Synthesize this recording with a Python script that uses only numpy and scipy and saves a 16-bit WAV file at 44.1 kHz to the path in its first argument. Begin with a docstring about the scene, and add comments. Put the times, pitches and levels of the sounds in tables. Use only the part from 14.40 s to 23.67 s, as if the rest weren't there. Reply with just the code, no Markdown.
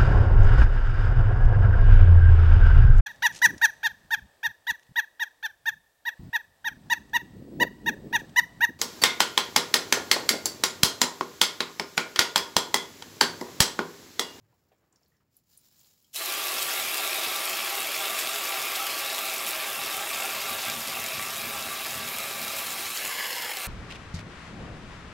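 """A can of whipped cream is shaken, sloshing and knocking, then turned over with a rustle and finger ticks.
At 1.7 s the valve opens and gas and cream sputter onto a drink in a jug: a grainy, spitting hiss,
the squelch and ring of the plastic tip and a wet, hollow rush. The jet's draught rumbles faintly
on the microphone. At about 8.5 s the nozzle comes up to an open mouth, whose cavity hollows out
the jet and gurgles. It all plays in a small, quiet room."""
import sys
import numpy as np
from scipy import signal
from scipy.fft import rfft, irfft
from scipy.io import wavfile
from scipy.ndimage import uniform_filter1d

SR = 44100
rng = np.random.default_rng(int(sys.argv[2]) if len(sys.argv) > 2 else 0)


def file_out(sig):
    """Save sig as 16-bit WAV at sys.argv[1]."""
    # one column per channel
    cols = np.atleast_2d(sig).T
    # limit, then scale
    lim = np.clip(cols, -1, 1)
    pcm = np.round(lim * 32767).astype(np.int16)
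    wavfile.write(sys.argv[1], SR, pcm)


N = 408807

# the finger tilts the valve: (time [s], opening [0-1])
VALVE_OPENING = [(1.728, 0), (1.765, 0.92)]
# tone of the escaping gas: (frequency [Hz], level [dB])
HISS_SPECTRUM = [(300, -18.5), (1000, -23), (1800, -11), (2600, -3), (4400, 1), (6200, -2.5), (7200, -1),
                 (8400, -2.5), (11000, -1.5), (12700, 1.5), (13800, -1.5), (15700, -4)]
CREAM_STARTS_S, CREAM_RISE_S = 1.738, 0.075  # the cream reaches the tip just after the gas


def from_db(db):
    return 10 ** (np.asarray(db) / 20)


def rms_one(x):
    return x / np.sqrt(np.mean(x ** 2) + 1e-20)


def highpass(x, hz, order):
    return signal.sosfilt(signal.butter(order, hz, "high", fs=SR, output="sos"), x)


def in_time(rows):
    """Each column after the time column as a curve over all samples."""
    s, *columns = np.transpose(rows)
    return [np.interp(np.arange(N) / SR, s, c) for c in columns]


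def swell(s, half_s):
    """A smooth rise and fall of height 1 around s."""
    return np.exp(-np.minimum(((np.arange(N) / SR - s) / half_s) ** 2, 50))


def drift(rate_hz):
    """A smooth, bounded random curve; rms 1."""
    knots = np.clip(rng.standard_normal(SR // 2), -2, 2)
    return rms_one(np.interp(np.arange(N) * rate_hz / SR, np.arange(len(knots)), knots))


def flutter(rate_hz):
    """A fast random curve with its slow swells taken out; rms 1."""
    fast = drift(rate_hz)
    return rms_one(fast - uniform_filter1d(fast, size=1100))


def colour(x, spectrum):
    """Minimum-phase EQ with the given spectrum; rms 1."""
    hz, db = np.transpose(spectrum)
    grid = np.maximum(np.fft.rfftfreq(8192, 1 / SR), 1)
    gain = from_db(np.interp(np.log(grid), np.log(hz), db))
    cepstrum = irfft(np.log(gain))
    half = len(cepstrum) // 2
    folded = np.r_[cepstrum[0], 2 * cepstrum[1:half], np.zeros(half)]
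    impulse = irfft(np.exp(rfft(folded)))[:half]
    return rms_one(signal.fftconvolve(x, impulse)[:N])


def resonate(x, modes):
    """Parallel steep resonances, given as (pitch [Hz], width [Hz], level [dB]); rms 1."""
    out = 0
    for hz, width_hz, db in modes:
        r = np.exp(-np.pi * width_hz / SR)
        gain = (1 - r * r) / 2
        section = [gain, 0, -gain, 1, -2 * r * np.cos(2 * np.pi * hz / SR), r * r]
        out = out + from_db(db) * signal.sosfilt([section, section], x)
    return rms_one(out)


def moving_band(x, hz, width_hz, block=384):
    """One resonance whose centre glides, stepped in short blocks."""
    out, state = np.zeros(N), np.zeros(2)
    r = np.exp(-np.pi * width_hz / SR)
    for i in range(0, N, block):
        poles = [1, -2 * r * np.cos(2 * np.pi * hz[i] / SR), r * r]
        out[i:i + block], state = signal.lfilter([1, 0, -1], poles, x[i:i + block], zi=state)
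    return out * (1 - r * r) / 2


def steep_band(x, hz, width_hz):
    """A gliding resonance applied twice, for steeper skirts."""
    return moving_band(moving_band(x, hz, width_hz), hz, width_hz)


def wandering(x, modes, pitch_share, level_db, rate_hz=11):
    """Resonances that each waver in pitch and strength on their own."""
    out = 0
    for hz, width_hz, db in modes:
        centre_hz = hz * (1 + pitch_share * drift(rate_hz))
        out = out + from_db(db + level_db * drift(rate_hz)) * steep_band(x, centre_hz, width_hz)
    return out


def burst(noise, s, t60):
    """Noise that starts at s and dies away."""
    out, start = np.zeros(N), max(round(s * SR), 0)
    age = np.arange(min(SR // 2, N - start)) / SR
    out[start:start + len(age)] = noise[:len(age)] * from_db(-60 * age / t60)
    return out


def struck(s, db, modes, t60):
    """A short burst of noise ringing in the given resonances."""
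    return from_db(db) * burst(resonate(rng.standard_normal(SR), modes), s, t60)


def pops(per_s, spread_db=0, max_spreads=0):
    """Clicks at random times, all one size unless given a spread; rms 1."""
    born = rng.random(N) < per_s / SR
    sizes = rng.laplace(size=N)[born]
    out = np.zeros(N)
    out[born] = np.sign(sizes) * from_db(spread_db * np.minimum(np.abs(sizes), max_spreads))
    return rms_one(out)


def room_tone():
    """The low, steady bed of a quiet room."""
    # tone of the room's air: (frequency [Hz], level [dB])
    spectrum = [(25, -24), (40, -30), (55, 4), (115, 7), (220, 2), (400, -6), (1100, -17), (2500, -20),
                (9000, -36), (15000, -34)]
    return from_db(-75.5) * colour(rng.standard_normal(N), spectrum)


def room(x, t60, wet_db, gap_s):
    """Bottles, shelves and walls scatter the shorter waves into a brief, slightly dull tail."""
    age = np.arange(SR // 2) / SR
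    dull_noise = signal.lfilter([1], [1, -.45], rng.standard_normal(len(age)))
    tail = highpass(dull_noise * from_db(-60 * age / t60) * (age > gap_s), hz=1500, order=2)
    return x + from_db(wet_db) * signal.fftconvolve(x, tail / np.linalg.norm(tail))[:N]


def draught():
    """Spent gas drifts over the microphone in soft lumps."""
    # strength of the draught: (time [s], relative level [dB])
    levels = [(1.8, -70), (2.4, -67), (4.5, -63), (5.85, -61), (6.2, -56), (7.0, -49.5), (7.3, -56),
              (8.05, -53), (9.25, -68.5)]
    # its rumble: (frequency [Hz], level [dB])
    spectrum = [(25, -48), (42, -16), (58, -7), (100, 1), (150, 1.5), (180, -3.5), (225, 7.5), (290, -4.5),
                (600, -25), (2000, -56)]
    level_db, = in_time(levels)
    opening, = in_time(VALVE_OPENING)
    return opening * from_db(level_db + 2.5 + 3.1 * drift(25)) * colour(rng.standard_normal(N), spectrum)


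def shirt_rustle():
    """The arm brushes past the shirt as it turns the can over."""
    # strokes on the cloth: (middle [s], half length [s], level [dB])
    brushes = [(.2, .25, -76.5), (0.658, 0.18, -76), (0.963, 0.035, -68), (1.138, 0.048, -62.5),
               (1.25, 0.043, -63.5), (1.41, 0.087, -61), (1.583, 0.44, -66)]
    # tone of the cloth: (frequency [Hz], level [dB])
    spectrum = [(500, -4), (1700, -10.5), (3200, -5.5), (5200, 1), (6200, -3.5), (7250, 3), (8600, -13),
                (9700, -3), (11000, -12), (12300, 1), (13000, -2), (14300, -5), (15700, 4.5)]
    brushing = sum(from_db(db) * swell(s, half_s) for s, half_s, db in brushes)
    return brushing * from_db(2.3 * drift(270)) * colour(rng.standard_normal(N), spectrum)


def fingers():
    """Fingers tick on metal and plastic, then the grip tightens and taps the can's wall."""
    # finger ticks: (time [s], level [dB], pitch [Hz])
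    ticks = [(.384, -74, 7000), (.526, -62, 6750), (.559, -59, 5530), (.632, -66, 5200), (.66, -66, 4700),
             (.681, -67, 14000), (.767, -71, 5500), (.967, -50, 12800), (1.175, -45.5, 9900),
             (1.393, -54, 7100), (1.445, -56, 4180), (1.626, -60, 12570), (1.644, -63, 6800)]
    # ring of the tapped wall: (pitch [Hz], width [Hz], level [dB])
    wall_modes = [(3270, 300, 4), (3950, 250, -3), (4550, 400, -1), (5150, 500, 1)]
    grip = struck(s=1.644, db=-61, modes=wall_modes, t60=0.041)
    return grip + sum(struck(s, db, [(hz, .36 * hz, 0)], t60=0.026) for s, db, hz in ticks)


def shaken_can(shake_end_s=0.57, fade_db_per_s=34):
    """Cream sloshes along the can, surging at each knock, and settles when the shaking ends."""
    # cream knocks in the can: (time [s], level [dB], pitch [Hz], width [Hz])
    knocks = [(.125, -68, 750, 500), (.317, -61, 540, 280), (.42, -78, 1100, 890), (.526, -74, 800, 900),
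              (.615, -69, 520, 450), (.718, -75, 1870, 250), (.742, -73, 1850, 200),
              (.803, -74, 1100, 1000)]
    # the wall rings with every knock: (pitch [Hz], width [Hz], level [dB])
    can_ring = [(1800, 1700, -17)]
    # tone of the slosh: (frequency [Hz], level [dB])
    spectrum = [(100, -30), (350, 1), (650, -4), (1400, -8), (1850, -11), (3000, -19), (8000, -38)]
    settling_db = fade_db_per_s * np.maximum(np.arange(N) / SR - shake_end_s, 0)
    surge_db = 3 * np.minimum(sum(swell(s + 0.015, half_s=0.015) for s, *_ in knocks), 1)
    slosh_db = -79 - settling_db + surge_db + 1.7 * drift(70.3)
    slosh = from_db(slosh_db) * colour(rng.standard_normal(N), spectrum)
    return slosh + sum(struck(s, db, [(hz, width, 0)] + can_ring, t60=0.13) for s, db, hz, width in knocks)


def bump_squeak_splutter():
    """A dull bump as the shaking starts, the valve's first squeak, a splutter as cream meets the rim."""
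    # the three one-shots: (time [s], level [dB], pitch [Hz], width [Hz], t60 [s])
    hits = [(.005, -66, 113, 50, 0.96), (1.76, -32, 4000, 450, 0.12), (2.28, -35, 1600, 500, 0.26)]
    return sum(struck(s, db, [(hz, width_hz, 0)], t60) for s, db, hz, width_hz, t60 in hits)


def foam(glug, cells):
    """Wet turbulence: fresh noise on the slugs and bursting cells that the whole flow shares."""
    return rms_one(glug * (rng.standard_normal(N) + 0.7 * cells))


def jug(rush, glug, cells, flow_db):
    """The jet rings the jug as the hand circles over it; heaping cream smothers the low, hollow note."""
    # the jet skirts the rim, fills the jug, drifts away: (time [s], share that rings the jug [0-1])
    aim = [(1.8, 0.9), (2.3, 0.65), (2.42, 1), (7.8, 0.95), (8.25, 0.8), (8.55, 0.28)]
    # the jug's cavity: (pitch [Hz], width [Hz], level [dB])
    modes = [(412, 38, 3), (552, 61, 5.5), (651, 92, 8.5), (997, 30, 2), (1087, 26, 7.5), (1174, 73, 10),
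             (1608, 60, 0.5)]
    # resonances that depend on where the jet points: (pitch [Hz], width [Hz], level [dB])
    circling_modes = [(783, 78, 0.5), (1323, 72, 1.5)]
    # the hand circles about four times a second: (time [s], swings so far [count])
    swings = [(1.87, 0), (2.4, 2), (3.38, 6), (4.43, 10), (5.33, 14), (5.6, 15), (6.5, 19), (7.55, 22),
              (8.35, 25)]
    over_jug, = in_time(aim)
    # the growing heap unsettles the resonances
    cavity = wandering(rush, modes, pitch_share=0.0071, level_db=1)
    body = from_db(-37 + 0.35 * flow_db) * rms_one(rush + over_jug * cavity)
    swing_db = 2.5 * np.cos(2 * np.pi * in_time(swings)[0])
    # twice the jet points straight in
    deep_db = 4.9 * swell(4.429, half_s=0.044) + 5.3 * swell(5.598, half_s=0.044)
    circling = rms_one(wandering(foam(glug, cells), circling_modes, pitch_share=0.016, level_db=0.64))
    circling *= np.sqrt(over_jug) * from_db(-41.5 + 0.63 * flow_db + swing_db + deep_db)
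    smother_db = np.arange(N) / SR - CREAM_STARTS_S  # 1 dB a second
    hollow = from_db(-46.5 + flow_db / 2 - smother_db) * resonate(foam(glug, cells), [(353, 156, 0)])
    return body + circling + hollow


def mouth(rush, glug, cells, flow_db, swallowed_hz):
    """The jet rings the mouth; the moving jaw unsettles its resonances and pooling cream gurgles."""
    # the mouth's cavity: (pitch [Hz], width [Hz], level [dB])
    modes = [(501, 75, -3.5), (1760, 180, 2), (2036, 460, 5.5), (2890, 640, 1), (3250, 200, -5),
             (4430, 400, -7), (4970, 610, -3), (6950, 650, -10)]
    # the vowel sits just under the swallowed band and sinks as the jaw closes
    vowel = from_db(2.5) * moving_band(foam(glug, cells), 0.85 * swallowed_hz, width_hz=150)
    cavity = wandering(foam(glug, cells), modes, pitch_share=0.024, level_db=0.79)
    gurgle = rms_one(from_db(1.6 * drift(70)))
    return from_db(-30.5 + 0.29 * flow_db) * rms_one(0.13 * rush + vowel + cavity) * gurgle


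def off_the_face(jet, notch_hz):
    """The echo from the nearing face dips notch_hz and its odd multiples: a comb that sweeps upward."""
    strength = 0.39 * swell(8.52, half_s=0.12)
    n = np.arange(N)
    echo = np.interp(n - SR / (2 * notch_hz), n, jet)
    return (jet + strength * echo) / np.sqrt(1 + strength ** 2)


def into_the_mouth(jet, entering, swallowed_hz):
    """The cavity hollows the jet out: two steady dips in the treble and one that moves with the jaw."""
    # treble that the mouth swallows: (frequency [Hz], width [Hz], depth [0-1])
    dips = [(3750, 400, .5), (5800, 500, .35)]
    inside = np.minimum(2 * entering, 1) ** 4
    for hz, width_hz, depth in dips:
        jet = jet - depth * inside * moving_band(jet, np.full(N, hz), width_hz)
    return jet - np.sqrt(entering) * moving_band(jet, swallowed_hz, width_hz=245)


def squelch(turbulence, flow_db, slit_hz, coated_s=3.2):
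    """Cream narrows the tip's slit and makes it squelch, loudest before the clean tip gets coated."""
    fresh_db = 2.5 * np.clip(2 * (coated_s - np.arange(N) / SR), 0, 1)
    slit = rms_one(steep_band(turbulence, slit_hz, width_hz=600))
    return from_db(-40 + 0.8 * flow_db + fresh_db) * slit


def tip_ring(glug, cells, flow_db):
    """Passing cream rings the plastic tip and slugs smack through; a whistle stays as the flow thins."""
    # the tip's wavering ring: (pitch [Hz], width [Hz], level [dB])
    modes = [(2320, 300, -1), (2522, 510, 1.5), (3182, 120, -1), (3454, 70, -5)]
    # its ring under a slug: (pitch [Hz], width [Hz], level [dB])
    smack_modes = [(2470, 890, 1), (4100, 1500, -3)]
    ring = rms_one(wandering(foam(glug, cells), modes, pitch_share=.022, level_db=.9))
    whistle = from_db(-51) * resonate(foam(glug, cells), [(2660, 200, 0)])
    smacks = from_db(-5) * resonate(pops(per_s=55, spread_db=4.5, max_spreads=1.24), smack_modes)
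    return from_db(-34.5 + 0.94 * flow_db) * (ring + smacks) + whistle


def bubbles(per_s, sharpness):
    """Bubbles of many sizes burst at the tip, per_s of each, ringing a few cycles at their pitch."""
    out = 0
    for hz in np.geomspace(1900, 14000, num=18):
        out = out + resonate(pops(per_s, spread_db=2, max_spreads=3), [(hz, hz / sharpness, 0)])
    return rms_one(out)


def spitting(t60=0.011):
    """Each gas pocket cracks open and rings briefly at a pitch set by its size."""
    # pockets spitting through the cream: (time [s], relative level [dB], pitch [Hz])
    spits = [(2.0824, -23, 4500), (2.2145, -31, 6500), (2.3984, -22, 3877), (2.8458, -27, 3760),
             (3.6561, -18.5, 2800), (3.7808, -25, 3450), (3.7955, -27, 12500), (3.8012, -22, 7200),
             (3.8725, -19, 3600), (3.9594, -22, 4130), (4.3184, -23, 2080), (4.3536, -26, 3200),
             (4.358, -24, 4820), (4.5894, -29, 4800), (4.7007, -21, 4440), (4.7819, -21, 3173),
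             (5.079, -35, 6000), (5.5274, -20, 3140), (5.7039, -22, 2403), (6.2512, -26, 8900),
             (6.6626, -26, 5860), (6.8257, -19, 2060), (7.2249, -27, 4380), (7.7726, -27, 3120),
             (8.0797, -21, 3800), (8.184, -26, 4480), (8.5734, -19, 4130), (8.6523, -22, 7200),
             (8.929, -23, 4430), (8.9835, -26, 4820), (9.1698, -20, 3100)]
    out = 0
    for s, db, hz in spits:
        crack = from_db(db - 7) * burst(colour(rng.standard_normal(SR // 2), HISS_SPECTRUM), s, t60)
        out = out + crack + struck(s, db - 1.2, [(hz, 0.6 * hz, 0)], t60)
    return out


def gas_hiss(sputter, cells, spurt_decay_s=.0016):
    """Gas rushes out of the valve, clumped by short spurts and grainy with bubbles and cracking foam."""
    # the hiss sags as the can empties: (time [s], relative level [dB])
    levels = [(1.77, -33.5), (2.25, -32), (3.0, -32.5), (6.1, -35), (6.4, -35.5), (7.8, -36), (8.6, -34),
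              (9.27, -37.5)]
    # longer gulps of gas make it surge: (time [s], level [dB])
    gulps = [(2.2145, -32.5), (2.398, -32), (2.55, -38), (2.845, -33), (3.797, -30), (3.872, -45),
             (4.359, -30), (4.405, -37), (4.589, -34), (4.782, -45), (5.079, -32), (5.515, -41),
             (5.75, -40), (6.225, -34), (6.826, -36), (8.19, -37), (8.562, -35), (8.651, -41)]
    onsets = np.abs(pops(per_s=85, spread_db=4.5, max_spreads=2.2))
    spurts = rms_one(signal.lfilter([1], [1, -np.exp(-1 / (spurt_decay_s * SR))], onsets))
    gas = rms_one(sputter * (rng.standard_normal(N) + 0.53 * cells))
    gas += .56 * spurts * rng.standard_normal(N)
    crackle = from_db(-7.5) * highpass(pops(per_s=120), hz=3200, order=2)
    gas += crackle + .52 * bubbles(per_s=70, sharpness=22)
    # the gap between cream and tip keeps changing, so a broad peak roams through the hiss
    roam_hz = 6920 * 2 ** (0.65 * drift(16))
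    gas += from_db(-6) * moving_band(gas, roam_hz, width_hz=1100)
    steady = from_db(in_time(levels)[0] + 1)
    surges = sum(from_db(db) * swell(s, half_s=0.016) for s, db in gulps)
    return np.hypot(steady, surges) * colour(gas, HISS_SPECTRUM)


def spray(full_flow_db=-32.5):
    """One sputtering jet feeds the hiss, the tip's ring and the cavity that it points into."""
    # flow of cream through the tip: (time [s], relative level [dB])
    flow = [(1.78, -43), (1.92, -36.5), (2.01, -37), (2.7, -34), (3.05, -36), (3.5, -34.5), (4.35, -37),
            (6.3, -37), (6.41, -44), (6.53, -39), (7.33, -42), (8.25, -42), (8.75, -40), (8.87, -37),
            (8.98, -42.5), (9.27, -42.5)]
    # the tip bends under the finger, so the squelch glides: (time [s], pitch [Hz])
    slit_pitch = [(1.85, 3950), (1.93, 3050), (2.04, 3600), (2.1, 4150), (2.17, 3450), (2.25, 3050),
                  (2.39, 3900), (2.46, 3300), (2.68, 3720), (3.0, 3540), (3.12, 3150), (3.25, 3180),
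                  (3.37, 3650), (3.5, 3330), (3.87, 3600), (4.36, 3530), (4.5, 3070), (4.73, 3850),
                  (4.83, 3830), (4.95, 3480), (7.5, 3690), (8.3, 4000)]
    # the nozzle comes up to the mouth: (time [s], share entering [0-1], swallowed band [Hz])
    mouth_path = [(8.1, 0.08, 248), (8.42, 0.1, 434), (8.55, 0, 720), (8.68, 0.63, 1320),
                  (8.86, 0.95, 1290), (9.0, 0.9, 1160), (9.13, 0.6, 970), (9.27, 0.08, 870)]
    opening, = in_time(VALVE_OPENING)
    flow_db = in_time(flow)[0] - full_flow_db
    slit_hz = in_time(slit_pitch)[0] + 55 * drift(13)
    entering, swallowed_hz = in_time(mouth_path)
    # slugs of cream choke and free the valve, fast and unevenly
    sputter = from_db(0.61 * flutter(700) + .25 * drift(14))
    glug = sputter * from_db(1.75 * flutter(380))
    cells = pops(per_s=2600)
    hiss = gas_hiss(sputter, cells) + spitting()
    # the slit dips a band just above its pitch
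    hiss -= .4 * moving_band(hiss, 1.19 * slit_hz, width_hz=450)
    tip = squelch(foam(glug, cells), flow_db, slit_hz) + tip_ring(glug, cells, flow_db)
    # wet rush of the cream: (frequency [Hz], level [dB])
    rush_spectrum = [(150, 1), (310, -6.5), (600, -1.5), (1200, 1.5), (1600, -1), (2000, -2), (2800, -9.5),
                     (6000, -25)]
    rush = colour(foam(glug, cells), rush_spectrum)
    cream = np.sqrt(1 - entering) * (tip + jug(rush, glug, cells, flow_db))
    cream += np.sqrt(entering) * mouth(rush, glug, cells, flow_db, swallowed_hz)
    arrival = np.clip((np.arange(N) / SR - CREAM_STARTS_S) / CREAM_RISE_S, 0, 1)
    # so small a nozzle radiates hardly any bass
    jet = highpass(opening * hiss + arrival * cream, hz=300, order=5)
    return into_the_mouth(off_the_face(jet, swallowed_hz), entering, swallowed_hz)


def scene():
    """Everything reaches one microphone, alike in both channels."""
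    close = spray() + shaken_can() + shirt_rustle() + fingers() + bump_squeak_splutter()
    mono = room(close, t60=0.12, wet_db=-10.5, gap_s=0.00483) + draught() + room_tone()
    return np.array([mono, mono])


def record(dry):
    """A steep low-pass takes off the very top."""
    cutoff_hz = 15750
    return signal.sosfilt(signal.ellip(12, .2, 80, cutoff_hz, fs=SR, output="sos"), dry)


dry = scene()
out = record(dry)
file_out(out)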